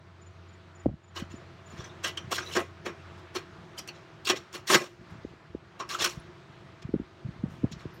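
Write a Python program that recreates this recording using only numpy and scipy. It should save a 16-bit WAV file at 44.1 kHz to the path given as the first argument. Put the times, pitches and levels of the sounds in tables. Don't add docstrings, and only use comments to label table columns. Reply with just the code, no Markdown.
import sys
import numpy as np
from scipy import signal
from scipy.fft import rfft, irfft, next_fast_len
from scipy.io import wavfile
from scipy.ndimage import uniform_filter1d, map_coordinates

SR = 44100
rng = np.random.default_rng(int(sys.argv[2]) if len(sys.argv) > 2 else 0)


def transcribe(u):
    v = np.clip(np.atleast_2d(u).T, -1, 1)
    q = np.round(v * 32767).astype(np.int16)
    wavfile.write(sys.argv[1], SR, q)


N = 352800

# (time [s], scrape level [dB rms], rise [ms], fall before FALL_SCALES [ms],
# weight of the contact [dB], hiss against the scrape [dB])
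SLIPS = [(1.169, -40.5, 11.8, 26.5, -5, -15), (1.2, -45.5, 12, 11, 0, -7.5),
         (1.314, -57.5, 13, 50, -3, -15), (1.731, -60, 59, 77, 2.5, -13), (1.798, -50.5, 30, 46, 1, -19),
         (1.845, -49.5, 5, 32, -11, -15), (2.049, -28.5, 10.3, 17.3, -6.5, -13),
         (2.082, -36, 14, 16, -13, -10), (2.174, -40.5, 2.4, 14, -4.5, -15), (2.326, -30, 11, 5.4, 1.5, -8),
         (2.359, -33.5, 28, 15, -20, -9), (2.3815, -32, 1.5, 8, -14, -15), (2.398, -37.5, 8, 12, -10, -17),
         (2.435, -48, 71, 18, 1.5, -20), (2.469, -51, 23, 21, -25, -8), (2.51, -52.5, 35, 14, 9, -4.5),
         (2.537, -39, 19, 43, -36, -11.5), (2.568, -29, 13, 12, 2, -13), (2.599, -42.5, 23, 17, 11, -6),
         (2.864, -40.5, 9.7, 19.7, 8.5, -13), (3.195, -63, 23, 20, -13, -12.5),
         (3.361, -36, 11.2, 17.7, -2, -10.5), (3.785, -41, 3.1, 16, -32, -4),
         (3.795, -42.5, 16, 4.7, -3.5, -5), (3.878, -52.5, 3, 10, -3, 3), (3.89, -46, 8, 8.4, -1, -8.5),
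         (3.965, -59, 26, 42, 2, -25), (4.254, -39, 4.1, 4.9, -33, -6), (4.265, -38, 8, 10, -20, -10.5),
         (4.275, -29.5, 5, 21, -9, -10), (4.301, -19.5, 5.3, 12.2, -5.5, -13.5),
         (4.371, -39, 15, 14, -8.5, -14.5), (4.551, -40, 15.3, 20, -5.5, -9),
         (4.674, -35.5, 2.9, 95, -28.5, -10), (4.701, -26.5, 4.4, 30, 1, -9.5),
         (4.72, -24, 25, 33, -9.5, -6.5), (4.749, -15.5, 10.3, 9.4, -3.5, -12),
         (4.815, -48.5, 22, 14, 11, -12), (5.11, -72, 14.4, 29.5, 14, -1),
         (5.805, -39, 7.5, 15.5, 0.5, -21), (5.904, -35, 8.4, 34, -16, -13),
         (5.952, -39.5, 40, 20, -7, -10), (6.005, -34, 16.4, 38, -12, -16), (6.023, -27, 15, 20, -18, -12),
         (6.047, -20, 4.3, 3.7, -16.5, -8), (6.061, -28.5, 20, 13.3, -10, -9),
         (6.1, -41.5, 18, 28, -21.5, -8.5), (6.826, -50, 6.4, 4.3, -8, -21),
         (7.525, -63.5, 30, 67, 3, -6.5), (7.722, -44, 6.3, 14.5, -42, -20.5),
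         (7.805, -58.5, 22, 29, -0.5, -15)]
# (low edge [Hz], high edge [Hz])
PART_BANDS = [(2200, 7000), (200, 600), (600, 2200), (7000, 17000)]
FALL_SCALES = [0.9, 1.43, 1.25, 0.81]
# (frequency [Hz], width [Hz], level [dB])
SHEET_MODES = [(351.2, 25, 1.5), (580, 13, -26.5), (1064, 60, 3), (1294, 93, 8.5), (1602, 50, 0),
               (1991, 15, 6.5), (2140, 25, -33.5), (2450, 23, 8), (2705, 41, 2), (2990, 43, 10.5),
               (3290, 37, 6.5), (3706, 110, 7.5), (4010, 120, -2), (4355, 120, 8), (4410, 46, -3.5),
               (5200, 143, 5.5), (5580, 53, 5), (5830, 110, 3.5), (7020, 210, -5.5), (6700, 80, -1.5),
               (7550, 24, -11.5), (7620, 120, -3), (9200, 89, -12.5), (10700, 500, -17.5),
               (11600, 140, -27.5), (13600, 180, -10)]
# (frequency [Hz], level [dB])
DIRECT_RASP = [(200, -10.5), (300, -19), (1000, -0.5), (3000, 0), (6000, -2.5), (9000, -13), (12000, -16.5),
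               (16000, -27)]
# (time [s], strength before TICK_DB and the sheet [dB])
TICKS = [(1.843, -49), (2.044, -27.5), (2.0804, -20), (2.172, -27.5), (2.3158, -16), (2.381, -23.5),
         (2.5626, -15.5), (2.86, -30), (3.355, -34), (3.782, -37), (3.8766, -23), (4.2522, -23),
         (4.271, -17.5), (4.2903, -4.5), (4.301, -13), (4.368, -31), (4.5292, -25.5), (4.671, -22),
         (4.681, -30), (4.7018, -8.5), (4.719, -3.5), (4.736, -2.5), (4.7443, -8), (5.7933, -32),
         (5.8026, -31.5), (5.892, -22.5), (5.952, -26.5), (6.0427, -16.5), (7.723, -27.5)]
# (time [s], level [dB], pitch [Hz], t60 [s])
PINGS = [(1.163, -38, 2990, 0.15), (1.17, -39, 1062, .1), (1.199, -45, 3060, .15), (1.79, -48, 3360, 0.17),
         (1.843, -39, 6100, 0.056), (1.895, -46, 3700, .07), (2.044, -30, 3040, 0.2),
         (2.173, -27.5, 3070, 0.069), (2.172, -45.5, 5840, 0.18), (2.38, -29, 1480, 0.13),
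         (2.416, -47, 5880, .4), (2.461, -36, 3970, 0.14), (2.512, -39, 2960, 0.22), (2.535, -37, 5400, .1),
         (2.57, -41, 351, .19), (2.571, -26, 1044, 0.11), (2.869, -33, 338, 0.097),
         (3.352, -35, 4240, 0.13), (3.356, -39, 3030, 0.12), (3.357, -26.5, 348, 0.1),
         (3.777, -40, 3070, 0.15), (3.79, -42, 5720, 0.11), (3.781, -35, 4890, 0.1),
         (3.882, -46, 5900, 0.1), (3.887, -38.5, 4360, 0.078), (3.886, -36.5, 2680, 0.094),
         (4.252, -36, 5000, .07), (4.251, -32, 4390, 0.068), (4.271, -26.5, 2740, .1),
         (4.303, -24.5, 362.3, 0.18), (4.541, -46, 2796, 0.23), (4.675, -31.5, 1900, 0.078),
         (4.731, -27.5, 1143, 0.17), (5.799, -28.5, 1134, .17), (5.889, -41, 5400, .07),
         (5.905, -37.5, 1150, 0.4), (5.948, -22.5, 1246, 0.065), (5.99, -38.5, 1154, 0.33),
         (6.007, -23.5, 3550, 0.073), (6.197, -49.5, 9800, 0.037), (7.936, -58, 11600, .06),
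         (7.94, -67, 14100, .25), (7.945, -65.5, 9590, .08)]
# (time [s], swing level [dB], pitch at mid-jolt [Hz])
BUMPS = [(0.8604, -14.5, 495), (0.8644, -11, 292), (0.873, -23, 154), (0.898, -35, 154), (0.916, -33, 184),
         (0.928, -38, 142), (0.942, -32, 171), (1.225, -25.5, 202), (1.312, -39, 132), (1.343, -31, 248),
         (1.74, -36.5, 178), (1.796, -31, 122), (2.247, -34.5, 144), (2.28, -33, 135), (4.998, -42, 130),
         (5.016, -41.5, 197), (5.124, -37, 130), (5.136, -36, 130), (5.155, -41, 202), (5.188, -40, 140),
         (5.251, -25, 327), (5.312, -43, 140), (5.338, -42, 300), (5.505, -41, 120), (5.551, -23, 330),
         (6.178, -29.5, 130), (6.854, -26.5, 133), (6.893, -28.5, 244), (6.942, -12.5, 296),
         (6.951, -25.5, 352), (6.962, -20.5, 200), (7.001, -23, 255), (7.018, -34, 237), (7.253, -27, 128),
         (7.263, -27, 131), (7.292, -27, 148), (7.365, -38, 169), (7.397, -37, 102), (7.415, -46, 110),
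         (7.441, -17, 196), (7.484, -33, 201), (7.522, -37, 127), (7.54, -39, 153), (7.588, -40, 191),
         (7.628, -36, 126), (7.636, -26, 333), (7.643, -12, 229), (7.649, -26.5, 476), (7.651, -22, 112),
         (7.675, -44, 100), (7.715, -37, 247), (7.724, -36, 150), (7.737, -32.5, 150), (7.768, -34, 155),
         (7.829, -43, 130), (7.857, -28, 310), (7.862, -30.5, 121)]
# (time [s], level before the soft onset [dB])
THUDS = [(4.31, -54), (4.709, -32), (4.75, -20.5), (4.802, -34)]
# (time [s], level of the first stroke [dB], gap [ms])
CHIRPS = [(0.213, -58.5, 47), (0.4833, -65, 44), (0.7495, -58, 43), (1.0331, -65, 43), (1.31, -55.5, 45),
          (1.6578, -55, 42)]
# (frequency [Hz], t60 [s])
ROOM_DECAY = [(200, 0.068), (2000, 0.42), (12000, 0.41)]
# (time [s], level [dB rms])
RUSH_LEVEL = [(0, -55.5), (.86, -54.5), (.875, -61), (1.05, -60.5), (1.2, -54.5), (1.4, -51.5), (1.7, -52),
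              (1.95, -47.5), (3, -50), (3.5, -50.5), (4, -50.5), (4.65, -53), (4.88, -58.5), (5.1, -51),
              (5.65, -54.5), (6.2, -50), (6.9, -53.5), (8, -50.5)]
# (frequency [Hz], relative density [dB per Hz])
RUSH_SPECTRUM = [(25, -19.5), (60, -9.5), (100, -0.5), (160, 0), (230, -11), (280, -16.5), (500, -14.5),
                 (800, -14.5), (1250, -12.5), (2200, -19.5), (4000, -26), (6500, -35.5), (8500, -44),
                 (11000, -54), (16000, -56.5)]
# (frequency [Hz], width of the mode, applied twice [Hz], level against the rush [dB rms])
RUSH_BANDS = [(351.6, 66, -7)]
# (mean frequency [Hz], level against the rush [dB rms])
MOTOR_TONES = [(312, -23), (661, -14.5)]
# (time [s], level [dB rms])
DRONE_LEVEL = [(0, -56.5), (.42, -48.5), (.65, -54.5), (.85, -51.5), (.95, -68), (1.2, -44.5), (1.5, -57.5),
               (1.9, -51.5), (2.3, -51.5), (2.6, -49), (2.85, -53.5), (3.1, -48), (3.7, -67.5), (8, -65)]

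BOOM_DB, BOOM_DB_PER_DB = 0.17, 0.87
KNOCK_DB, KNOCK_DB_PER_DB = 1.5, 0.52
TICK_DB, TICK_T60_S, TICK_LOW_CUT_HZ = -5.0, 0.0038, 700
FLUTTER_MAX_HZ, FLUTTER_SHARE = 150, 0.11
BUMP_LENGTH_CYCLES = 1.18
SNAP_DB, SNAP_DB_PER_DB, SNAP_S = -4.5, 2.64, 0.00017
HEAVE_HZ, HEAVE_DB = 70, -18.5
SHUDDER_DB, SHUDDER_T60_S = 18, 0.11
THUD_HZ, THUD_T60_S, THUD_ONSET_S = 145, 0.079, 0.0036
CHIRP_HZ, SECOND_STROKE_DB = 7010, -0.5
METAL_ROOM_DB, CRICKET_ROOM_DB = -24.5, -13
DRONE_HZ = 89
MIC_LOW_CUT_HZ, TOP_HZ = 45, 15950


def amp(db):
    return 10 ** (np.asarray(db) / 20)


def unit(x):
    return x / np.sqrt(np.mean(x ** 2) + 1e-20)


def along(points, hz):
    f, v = np.transpose(points)
    return np.interp(np.log(hz + 1), np.log(f + 1), v)


def curve(rows):
    return np.interp(np.arange(N) / SR, *np.transpose(rows))


def wobble(knots_per_s):
    knots = rng.standard_normal(int(N * knots_per_s / SR) + 4)
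    return map_coordinates(knots, [np.arange(N) * knots_per_s / SR])


def filtered(x, response):
    m = next_fast_len(N + SR // 2)
    return irfft(rfft(x, m) * response(np.fft.rfftfreq(m, 1 / SR)), m)[..., :N]


def mode(f, hz, width_hz):
    return 1j * f * width_hz / (hz * hz - f * f + 1j * f * width_hz)


def patchy(x, patchy_db, size):
    z = signal.stft(x, nperseg=256)[2]
    field = uniform_filter1d(rng.standard_normal(z.shape), size[0], 0)
    field = uniform_filter1d(field, size[1], 1)
    return unit(signal.istft(z * amp(patchy_db * unit(field)), nperseg=256)[1][:N])


def add(track, s, sound):
    part = track[max(round(s * SR), 0):][:len(sound)]
    part += sound[:len(part)]


def sheet(f):
    response = amp(along(DIRECT_RASP, f))
    for k, (hz, width_hz, db) in enumerate(SHEET_MODES):
        response = response + (-1) ** k * amp(db) * mode(f, hz, width_hz)
    return response


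def drive():
    power = np.zeros((len(PART_BANDS), N + SR))
    t = np.arange(-SR // 10, SR // 5) / SR
    t_ms = 1000 * t
    for s, db, rise_ms, fall_ms, weight_db, hiss_db in SLIPS:
        boom_db = BOOM_DB + BOOM_DB_PER_DB * weight_db
        knock_db = KNOCK_DB + KNOCK_DB_PER_DB * weight_db
        for row, part_db, scale in zip(power, [0, boom_db, knock_db, hiss_db], FALL_SCALES):
            rise = (t_ms / max(rise_ms, 1)) ** 2
            fall = t_ms / max(scale * fall_ms, 1)
            add(row, s + t[0], amp(db + part_db - 8 * np.where(t < 0, rise, fall)) ** 2)
    grain_db = 3.1 * np.minimum(rng.exponential(size=N), 4.5) + 1.4 * wobble(300)
    grit = rng.standard_normal(N) * amp(grain_db)
    grit = patchy(grit, patchy_db=2.5, size=(3, 6))
    out = np.zeros(N)
    for row, band_hz in zip(power, PART_BANDS):
        band = signal.butter(3, band_hz, "band", fs=SR, output="sos")
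        steady = filtered(signal.sosfilt(band, grit), sheet)
        slips = filtered(signal.sosfilt(band, np.sqrt(row[:N]) * grit), sheet)
        out += slips / np.std(steady)
    return out


def ticks():
    blows, t = np.zeros(N), np.arange(SR // 100) / SR
    for s, db in TICKS:
        crack = rng.standard_normal(len(t))
        add(blows, s, amp(db + TICK_DB - 60 * t / TICK_T60_S) * crack)
    return filtered(blows, lambda f: sheet(f) * 1j * f / (TICK_LOW_CUT_HZ + 1j * f))


def pings():
    out, t = np.zeros(N), np.arange(SR // 4) / SR
    flutter = np.cumsum(wobble(700)) / SR
    sway_db = 2.8 * wobble(200)
    onset = 1 - np.exp(-t / 0.002)
    for s, db, hz, t60_s in PINGS:
        here = round(s * SR) + np.arange(len(t))
        spread_hz = min(FLUTTER_MAX_HZ, FLUTTER_SHARE * hz)
        phase = 2 * np.pi * (hz * t + spread_hz * flutter.take(here, mode="clip"))
        level_db = db - 60 * t / t60_s + sway_db.take(here, mode="clip")
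        add(out, s, amp(level_db) * onset * np.sin(phase))
    return out


def bumps():
    out, t = np.zeros(N), np.arange(-SR // 40, SR // 20) / SR
    heave_db = HEAVE_DB - 4.8 * ((t - 0.004) / 0.013) ** 2
    heave = amp(heave_db) * np.sin(2 * np.pi * HEAVE_HZ * t)
    for s, db, hz in BUMPS:
        u = 2 * t * hz / BUMP_LENGTH_CYCLES
        swell = amp(-6 * np.where(u < 0, 1.3, 0.8) * u ** 2)
        phase = 2 * np.pi * hz * t * np.exp(-0.2 * np.tanh(u)) + rng.uniform(-1.8, 0.63)
        swing = np.cos(phase) + amp(-25.0) * np.cos(2 * phase)
        snap = amp(SNAP_DB + SNAP_DB_PER_DB * db) * np.exp(-(t / SNAP_S) ** 2)
        add(out, s + t[0], amp(db) * (swell * swing + heave) + snap)
    return -out


def shudder(jolts):
    t = np.arange(SR // 5) / SR
    decay = amp(-60 * t / SHUDDER_T60_S) / (0.018 * SR)
    envelope = np.abs(signal.fftconvolve(np.abs(jolts), decay)[:N])
    rattle = envelope * unit(rng.standard_normal(N) * amp(6.7 * wobble(60)))

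    def wood(f):
        return (mode(f, 65, 83) + amp(-28) * mode(f, 500, 360)) / (1 + 1j * f / 900) ** 4

    return amp(SHUDDER_DB) * filtered(rattle, wood)


def thuds():
    out, t = np.zeros(N), np.arange(SR // 5) / SR
    tone = (1 - np.exp(-t / THUD_ONSET_S)) * np.sin(2 * np.pi * THUD_HZ * t)
    for s, db in THUDS:
        add(out, s, amp(db - 60 * t / THUD_T60_S) * tone)
    return out


def cricket():
    out, t = np.zeros(N), np.arange(SR // 20) / SR
    stroke = amp(-2.8 * ((t - 0.012) / 0.0056) ** 2) * np.sin(2 * np.pi * CHIRP_HZ * t)
    for s, db, gap_ms in CHIRPS:
        add(out, s, amp(db) * stroke)
        add(out, s + gap_ms / 1000, amp(db + SECOND_STROKE_DB) * stroke)
    return out


def room(x):
    hz, t, z = signal.stft(rng.standard_normal(SR // 2), SR, nperseg=256)
    decay_db = -60 * t / along(ROOM_DECAY, hz)[:, None]
    tail = signal.istft(z * amp(decay_db), SR, nperseg=256)[1]
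    delayed = np.pad(x, (200, 0))
    return signal.fftconvolve(delayed, tail / np.linalg.norm(tail))[:N]


def background():
    rush = patchy(rng.standard_normal(N), patchy_db=1.18, size=(5, 20))
    rush = unit(filtered(rush, lambda f: amp(along(RUSH_SPECTRUM, f))))
    for hz, width_hz, db in RUSH_BANDS:
        band = filtered(rng.standard_normal(N), lambda f: mode(f, hz, width_hz) ** 2)
        rush += amp(db) * unit(band)
    for hz, db in MOTOR_TONES:
        tone = np.sin(2 * np.pi * np.cumsum(hz + 1.4 * wobble(7.2)) / SR)
        rush += amp(db + 0.6 * wobble(5.5)) * unit(tone)
    drone = np.sin(2 * np.pi * np.cumsum(DRONE_HZ + 0.33 * wobble(3.4)) / SR)
    drone = unit(amp(0.51 * wobble(8)) * drone)
    return amp(curve(RUSH_LEVEL) + 0.63 * wobble(3.3)) * rush + amp(curve(DRONE_LEVEL)) * drone


def scene():
    metal = drive() + ticks() + pings()
    jolts = bumps()
    bench = jolts + shudder(jolts) + thuds()
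    insect = cricket()
    echo = room(amp(METAL_ROOM_DB) * metal + amp(CRICKET_ROOM_DB) * insect)
    return (metal + insect + echo + bench + background())[None]


def record(dry):
    def response(f):
        return (f < TOP_HZ) * (1j * f / (MIC_LOW_CUT_HZ + 1j * f)) ** 2

    return filtered(dry, response)


dry = scene()
out = record(dry)
transcribe(out)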